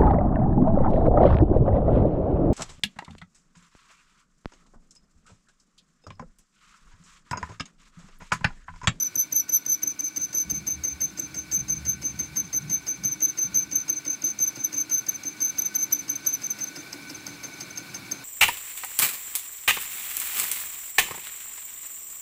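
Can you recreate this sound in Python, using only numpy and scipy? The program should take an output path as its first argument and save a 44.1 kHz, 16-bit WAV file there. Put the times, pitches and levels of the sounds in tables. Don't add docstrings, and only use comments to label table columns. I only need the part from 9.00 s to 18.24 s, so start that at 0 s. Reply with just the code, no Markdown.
import sys
import numpy as np
from scipy import signal
from scipy.fft import rfft, irfft, next_fast_len
from scipy.io import wavfile
from scipy.ndimage import uniform_filter1d

SR = 44100
rng = np.random.default_rng(int(sys.argv[2]) if len(sys.argv) > 2 else 0)


def pcm_store(signal):
    levels = np.round(np.clip(np.atleast_2d(signal), -1, 1) * 32767)
    wavfile.write(sys.argv[1], SR, levels.astype(np.int16).T)


def invert_db(level):
    return 10 ** (np.asarray(level, dtype=float) / 20)


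N = 407484
T = np.arange(N) / SR
FIRST_BITE_S, TURN_S, TURN_COUNT = -0.021, 0.169167, 55
BITE_S = FIRST_BITE_S + TURN_S * np.arange(TURN_COUNT)


def evened(x):
    return x / np.sqrt(np.mean(x ** 2) + 1e-20)


def curves(rows, at_s=T):
    s, *columns = np.transpose(rows)
    return [np.interp(at_s, s, column) for column in columns]


def coloured(points):
    f, db = np.transpose(points)
    size = next_fast_len(N)
    hz = np.fft.rfftfreq(size, 1 / SR)
    gain = invert_db(np.interp(np.log(hz + 1), np.log(f), db))
    return evened(irfft(rfft(rng.standard_normal(size)) * gain, size)[:N])


def wobble(hz):
    span = max(int(SR / hz / 2), 1)
    return evened(uniform_filter1d(uniform_filter1d(rng.standard_normal(N), span), span))


def resonate(x, hz, width):
    turn = np.exp(2j * np.pi * np.cumsum(hz * np.ones(N)) / SR)
    r = np.exp(-np.pi * width / SR)
    smooth = signal.lfilter([(1 - r) ** 2], [1, -2 * r, r * r], x / turn)
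    return 2 * (turn * smooth).real


def body(x, modes):
    out = np.zeros(N)
    for hz, width, db in modes:
        r = np.exp(-np.pi * width / SR)
        stage = [1, 0, -1, 1, -2 * r * np.cos(2 * np.pi * hz / SR), r * r]
        even_power = ((1 - r * r) / 2) ** 1.5 * np.sqrt(2)
        out += invert_db(db) * even_power * signal.sosfilt([stage, stage], x)
    return out


def blows(db, late, rise, fall):
    train = np.zeros(N + SR)
    train[((BITE_S + late + 1) * SR).astype(int)] = invert_db(db)
    t = np.arange(SR // 4) / SR
    shape = np.exp(-t / fall) - np.exp(-t / (fall * rise))
    return signal.oaconvolve(train, shape / shape.max())[SR:SR + N]


# time in seconds, tick level in dB, bed thump level in dB,
# entry lump of chatter in ms after the bite, its half length in ms.
FEED = [(0, -48, -44.5, 12, 7.4), (.7, -44.5, -47, 10.6, 13), (1.5, -42, -43, 9, 18.5),
        (3.36, -41, -45.5, 11.2, 18), (5.049, -42, -43.5, 14.5, 13), (7.1, -41.5, -48.5, 16.2, 14.26),
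        (7.5, -40.5, -48.5, 19, 15), (7.799, -38.5, -43.5, 10, 18), (9.24, -39.5, -47.5, 8.2, 14)]
# pitch in Hz, width in Hz, level in dB.
POST = [(615, 1280, -7), (1412, 104, -9), (1760, 320, -8), (2032, 160, -7.5), (2730, 220, -9.5),
        (4810, 510, -12.5), (5033, 420, -5.5), (5374, 600, -6), (7850, 1100, -11), (9200, 17000, -5.5),
        (12900, 2050, -17)]
# pitch in Hz, width in Hz, level in dB.
BED = [(136, 59, -10.5), (290.7, 31, -1), (317.6, 30, -9), (486, 245, -11)]


def bites():
    tick_db, thump_db, *_ = curves(FEED, BITE_S)
    thump_db = thump_db + rng.standard_normal(TURN_COUNT)
    crunch = rng.standard_normal(N) * invert_db(1.53 * wobble(hz=404))
    knock_db = tick_db - 4.0 + 2.23 * (tick_db + 43.0)
    knock = blows(knock_db, late=-0.0016, rise=0.45, fall=0.0028)
    grind = blows(tick_db - 5.0, late=-0.0082, rise=0.7, fall=0.01)
    shove = blows(thump_db + 12.5, late=0.00879, rise=0.085, fall=0.00016)
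    rumble = rng.standard_normal(N) * blows(thump_db - 1.5, late=0.0041, rise=0.98, fall=0.018)
    return body(crunch * knock, POST[5:8]) + body(crunch * grind, POST) + body(shove + rumble, BED)


# time in seconds, rest pitch in Hz,
# octave from slapping in dB, extra arch of pitch in Hz, graze level in dB.
BAR = [(0, 6085, -11, 84, -51), (.5, 6083, -7.5, 145, -40), (.9, 6120, -15, 51, -28),
       (1.401, 6147, -13, 38, -32.5), (2.401, 6204, -15.5, 28, -30), (3.801, 6184, -14.5, 36, -32.5),
       (4.3, 6165, -15.5, 40, -26.5), (5.0, 6205, -18.5, 30, -28), (5.4, 6170, -13.5, 29.3, -26),
       (6.198, 6206, -13.5, 28, -29.5), (6.9, 6128, -11.5, 37, -35), (7.601, 6190, -11, 27, -34),
       (9.24, 6216, -13.5, 15, -38)]
# ms after the bite, half length in ms.
LUMPS = [
    (35, 30.7),
    (62, 41.5),
    (90, 23),
]
# entry, rise, crown and exit levels in
# dB.
ROUGHING = [(-12, -32.5, -27.5, -33.5), (-24.5, -33.5, -25.5, -54.0), (-26, -34.5, -23, -33),
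            (-26, -50, -20.5, -38), (-44, -35.5, -23.0, -33), (-24, -71, -32, -39),
            (-25.0, -51, -30, -38.5), (-24.5, -66, -29, -37), (-36.5, -36, -26.5, -31.5),
            (-24.0, -50.5, -29.5, -68), (-27, -32, -35, -76), (-25, -33.5, -38.5, -42),
            (-26, -27, -44, -50), (-40.5, -60, -37.5, -65), (-45.0, -33.5, -42, -57),
            (-31.5, -24.5, -34.5, -34.5), (-31.5, -29.5, -44.0, -40.0), (-35, -29.5, -31.5, -52),
            (-47, -28.0, -37, -49), (-26, -38, -47, -60), (-28, -26.5, -72, -43), (-28, -24.5, -55, -67),
            (-32.5, -26.5, -34.5, -51)]
# entry, rise, crown and exit levels in dB.
MORE_ROUGHING = [(-29.5, -30.5, -44, -50), (-26.5, -27, -43.0, -27), (-33, -21, -41, -28),
                 (-28.5, -31, -30, -36.5), (-23, -29, -32.5, -41), (-30, -37.0, -29.0, -68),
                 (-22.5, -35.5, -56, -31.5), (-36, -68, -32.5, -40.5), (-78, -31, -30.0, -38),
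                 (-34, -23, -36, -27.0), (-52, -45.5, -40.5, -25.5), (-28.5, -45, -27.5, -34),
                 (-34.5, -28.0, -31, -30), (-49, -50, -46, -36.5), (-58.0, -32, -50, -48),
                 (-26, -28.5, -33.5, -31), (-21.0, -43, -39.5, -27), (-22.5, -47, -30.5, -25),
                 (-22.5, -29, -59, -38.5), (-27.5, -32.5, -58.0, -55), (-26, -28.5, -43, -25.5),
                 (-39, -35.5, -89, -26.5), (-62, -31, -62, -36)]
# time in seconds, strength in dB, half length in ms.
SNATCHES = [(0.006, -35, 10), (0.666, -27, 5.2), (0.876, -31.5, 9.3), (1.353, -33, 11), (2.2, -26, 6.6),
            (2.707, -27.5, 6.0), (3.702, -49, 21), (4.226, -35, 4.9), (4.546, -33, 13.5),
            (4.574, -24.5, 4.2), (4.76, -22.5, 6.5), (4.805, -31, 4.0), (4.818, -29.0, 11),
            (4.931, -35.5, 9.4), (4.988, -39, 5.7), (5.082, -23, 7.1), (5.104, -28, 7.7),
            (5.246, -33, 10.6), (5.39, -41, 14), (5.648, -32.5, 5.4), (6.093, -21, 10.6),
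            (6.411, -39.0, 13), (6.623, -28.5, 5.1), (6.752, -32, 7.1), (6.994, -38.5, 12),
            (7.161, -29.5, 9.8), (7.467, -26.5, 3.4), (7.642, -30.5, 5.1)]
# time in seconds, strength in dB, half length in ms.
STIRS = [(7.786, -42, 55), (7.929, -30, 7.3), (8.1, -43, 13), (8.153, -37.5, 16.5), (8.268, -36, 3.2),
         (8.287, -46, 52), (8.448, -33, 28), (8.54, -44.5, 12), (8.611, -43, 5.1), (8.616, -43, 56),
         (8.711, -38.5, 13.3), (8.775, -32.5, 27), (8.956, -35.5, 28), (9.122, -26, 11.6)]


def swells():
    rows = SNATCHES + STIRS
    *_, entry_ms, entry_half_ms = curves(FEED, BITE_S)
    graze_db = curves(BAR, BITE_S)[-1]
    turns = zip(BITE_S, entry_ms, entry_half_ms, graze_db, ROUGHING + MORE_ROUGHING)
    for s, late_ms, half_ms, first_db, turn_db in turns:
        graze = (-2.74, 6.24)
        lumps = [graze, (late_ms, half_ms)] + LUMPS
        rows = rows + [(s + ms / 1000, db, half) for (ms, half), db in zip(lumps, [first_db, *turn_db])]
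    return rows


# ms after the bite, Hz above rest.
ARC = [(-13.5, 201), (4, 114.5), (15, 29.5), (28.5, -17.5), (50, 8.5), (82, 41), (95.5, -2.5), (99, -44.5),
       (147, 1)]
# time in seconds, level in dB.
SCRAPE_LEVEL = [(0, -35.5), (.8, -37.5), (1.2, -36.5), (3, -47), (5.5, -41), (9.24, -37)]
# frequency in Hz, level in dB.
SCRAPE_COLOUR = [(3500, -11.5), (5000, 7), (7000, 4.5), (8500, -6.5), (10500, -1.5), (12300, 2), (14000, 0),
                 (16000, -2.5)]


def chatter():
    bar_hz, slap_db, arch_hz, _ = curves(BAR, BITE_S)
    turn_now = np.maximum(np.searchsorted(BITE_S, T + .012) - 1, 0)
    since_ms = 1000 * (T - BITE_S[turn_now])
    rest_hz = np.interp(T - .04, BITE_S, bar_hz)

    push = np.zeros(N)
    for s, db, half_ms in swells():
        start, end = (max(int((s + side * half_ms / 1000) * SR), 0) for side in (-1, 1))
        near = slice(start, end)
        push[near] += invert_db(.6 * db) * (1 - ((T[near] - s) * 1000 / half_ms) ** 2) ** 2
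    touch = np.clip((since_ms + 3.85) / 4.6, .12, 1)
    flutter = invert_db(3.24 * np.tanh(1.16 * wobble(hz=153)) + 1.73)
    swing = push ** (5 / 3) * uniform_filter1d(touch, size=90) * flutter
    widest = 0.222
    swing = widest * np.tanh(swing / widest)

    arch_top_ms, arch_half_ms = 52, 33
    from_top = (np.maximum(since_ms, 25) - arch_top_ms) / arch_half_ms
    arch = arch_hz[turn_now] * (.5 - np.minimum(from_top ** 2, 1.5))
    growth = np.gradient(uniform_filter1d(np.log(push + 0.0095), size=500)) * SR / 1000
    sag_hz = 350 * swing - 260 * growth
    arc_hz = np.interp(since_ms, *np.transpose(ARC))
    hz = rest_hz + arch + arc_hz - sag_hz + 18
    hz = hz + 24 * wobble(hz=47.4) + 20 * wobble(hz=215)
    turn = 2 * np.pi * np.cumsum(hz) / SR

    tone = np.sqrt(2) * swing * np.cos(turn)
    wide = (swing / 0.071) ** 0.82
    octave = np.sqrt(2) * swing * wide * invert_db(slap_db[turn_now] + 2.8 * wobble(hz=202))
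    octave *= np.cos(2 * turn + 1.0) + 0.096 * coloured([(9000, -28), (12200, 2), (16000, -33)])
    scrape_db = curves(SCRAPE_LEVEL)[0] + 7.5 + 4.3 * wobble(hz=300)
    scrape = swing ** 0.72 * invert_db(scrape_db) * coloured(SCRAPE_COLOUR)
    rubbing = evened(resonate(rng.standard_normal(N), rest_hz, 200))
    rubbing = rubbing * invert_db(-60 + 11.8 * np.tanh(wobble(hz=29.7)))
    return tone + octave + scrape + rubbing


def shop(x):
    at = np.arange(200, SR // 2, 22)
    taps = np.zeros(SR // 2 + 22)
    sign = rng.choice([-1., 1.], len(at))
    taps[at + rng.integers(0, 22, len(at))] = sign * invert_db(-60 * at / SR / 0.11)
    return signal.oaconvolve(x, taps / np.linalg.norm(taps))[:N]


# time in seconds, level in dB.
HUM = [(0.0, -53.5), (0.64, -54), (2.96, -51.5), (5.46, -50.5), (9.24, -47)]
# frequency in Hz, level in dB per Hz.
HUM_COLOUR = [(35, -21.5), (120, 0), (300, -5.5), (460, -11.5), (900, -8.5), (2250, -11), (3060, -16.5),
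              (4200, -7.5), (5800, -16.5), (7100, -15), (9300, -20.5), (15700, -20.5)]
# pitch in Hz, width in Hz, level in dB over the hum.
HOUSING = [(131, 140, -12), (206.9, 7.4, -12.5), (279, 28.5, -7.5), (310, 4.5, -6.5), (327, 78, -9.5),
           (1131, 16, -20), (1413, 9.2, -16), (1504.7, 71, -7), (2262, 64, -8), (2342.6, 92, -6),
           (2444, 410, -8), (3620, 41, -16), (4137, 61, -14), (5180, 770, -14), (10200, 99, -19.5)]
# pitch in Hz, level in dB over the hum.
WHINES = [(1499, -8.5), (2258, -7)]


def machine():
    wide = coloured(HUM_COLOUR) * invert_db(1.0 + 0.85 * wobble(hz=25.2))
    rings = body(rng.standard_normal(N), HOUSING) * invert_db(0.17 * wobble(hz=24))
    tones = np.zeros(N)
    for hz, db in WHINES:
        level = invert_db(db + 1.9 * wobble(hz=7.3))
        tones += level * np.sin(2 * np.pi * np.cumsum(hz + 12 * wobble(hz=30.15)) / SR)
    return invert_db(curves(HUM)[0]) * (wide + rings + tones)


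# start in seconds, deep buffet in dB, upper rumble in dB, dying time in seconds.
GUSTS = [(1.17, -60, -52, 0.14), (1.419, -42, -43, 0.46), (2.0, -58, -47.5, 0.26),
         (2.299, -54, -48.5, 0.49), (2.55, -46, -45, 0.79), (2.849, -63, -49, 0.6),
         (3.599, -65, -42.5, 0.13), (3.97, -52, -43.5, 0.14), (4.4, -61, -49, 0.29), (4.68, -70, -60, 0.14),
         (8.7, -71, -51.5, 0.71)]
# frequency in Hz, level in dB per Hz.
WIND_COLOUR = [
    [(30, -32), (55, -2), (75, 8), (110, -37), (200, -61)],
    [(70, -23), (120, 8), (200, 8.5), (260, -11), (450, -77)],
]


def wind():
    level = np.zeros((2, N))
    for s, deep_db, upper_db, dying in GUSTS:
        since = np.maximum(T - s, 0)
        gust = np.minimum(since / 0.048, 1) * np.exp(-(since / dying) ** 1.25)
        level += invert_db([[deep_db], [upper_db]]) * gust
    out = np.zeros(N)
    for gain, colour in zip(level, WIND_COLOUR):
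        out += gain * invert_db(2.16 * wobble(hz=7.6) - 0.5) * coloured(colour)
    return out


# start in seconds, level in dB.
PEEPS = [
    (2.1784, -41),
    (2.3444, -47),
    (2.517, -40),
]


def peeps():
    shape = sum(invert_db(db) * np.exp(-((T - s - .016) / 0.013) ** 4) for s, db in PEEPS)
    return shape * np.sin(2 * np.pi * 7632 * T)


def scene():
    tool = chatter() + bites() + peeps()
    return (tool + invert_db(-15.0) * shop(tool) + machine() + wind())[None]


def band_limit(x):
    return signal.sosfilt(signal.butter(12, 15840, fs=SR, output="sos"), x)


def record(dry):
    x = signal.sosfilt(signal.butter(4, 48, "high", fs=SR, output="sos"), dry)
    hz, _, z = signal.stft(x, SR, nperseg=1024)
    power = abs(z[0]) ** 2
    squeal_db = 10 * np.log10(power[(hz > 5800) & (hz < 6600)].sum(0) + 1e-12)
    band_db = 10 * np.log10(uniform_filter1d(power, size=13, axis=0) + 1e-16)
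    hz = hz[:, None]
    mask_db = squeal_db - 42.5 - 5.9 * (hz - 6700) / 1000
    hidden = (band_db < mask_db) & (hz > 6650)
    z[0] *= ~hidden & (hz < 15800)
    return band_limit(signal.istft(z, SR, nperseg=1024)[1][:, :N])


dry = scene()
out = record(dry)
pcm_store(out)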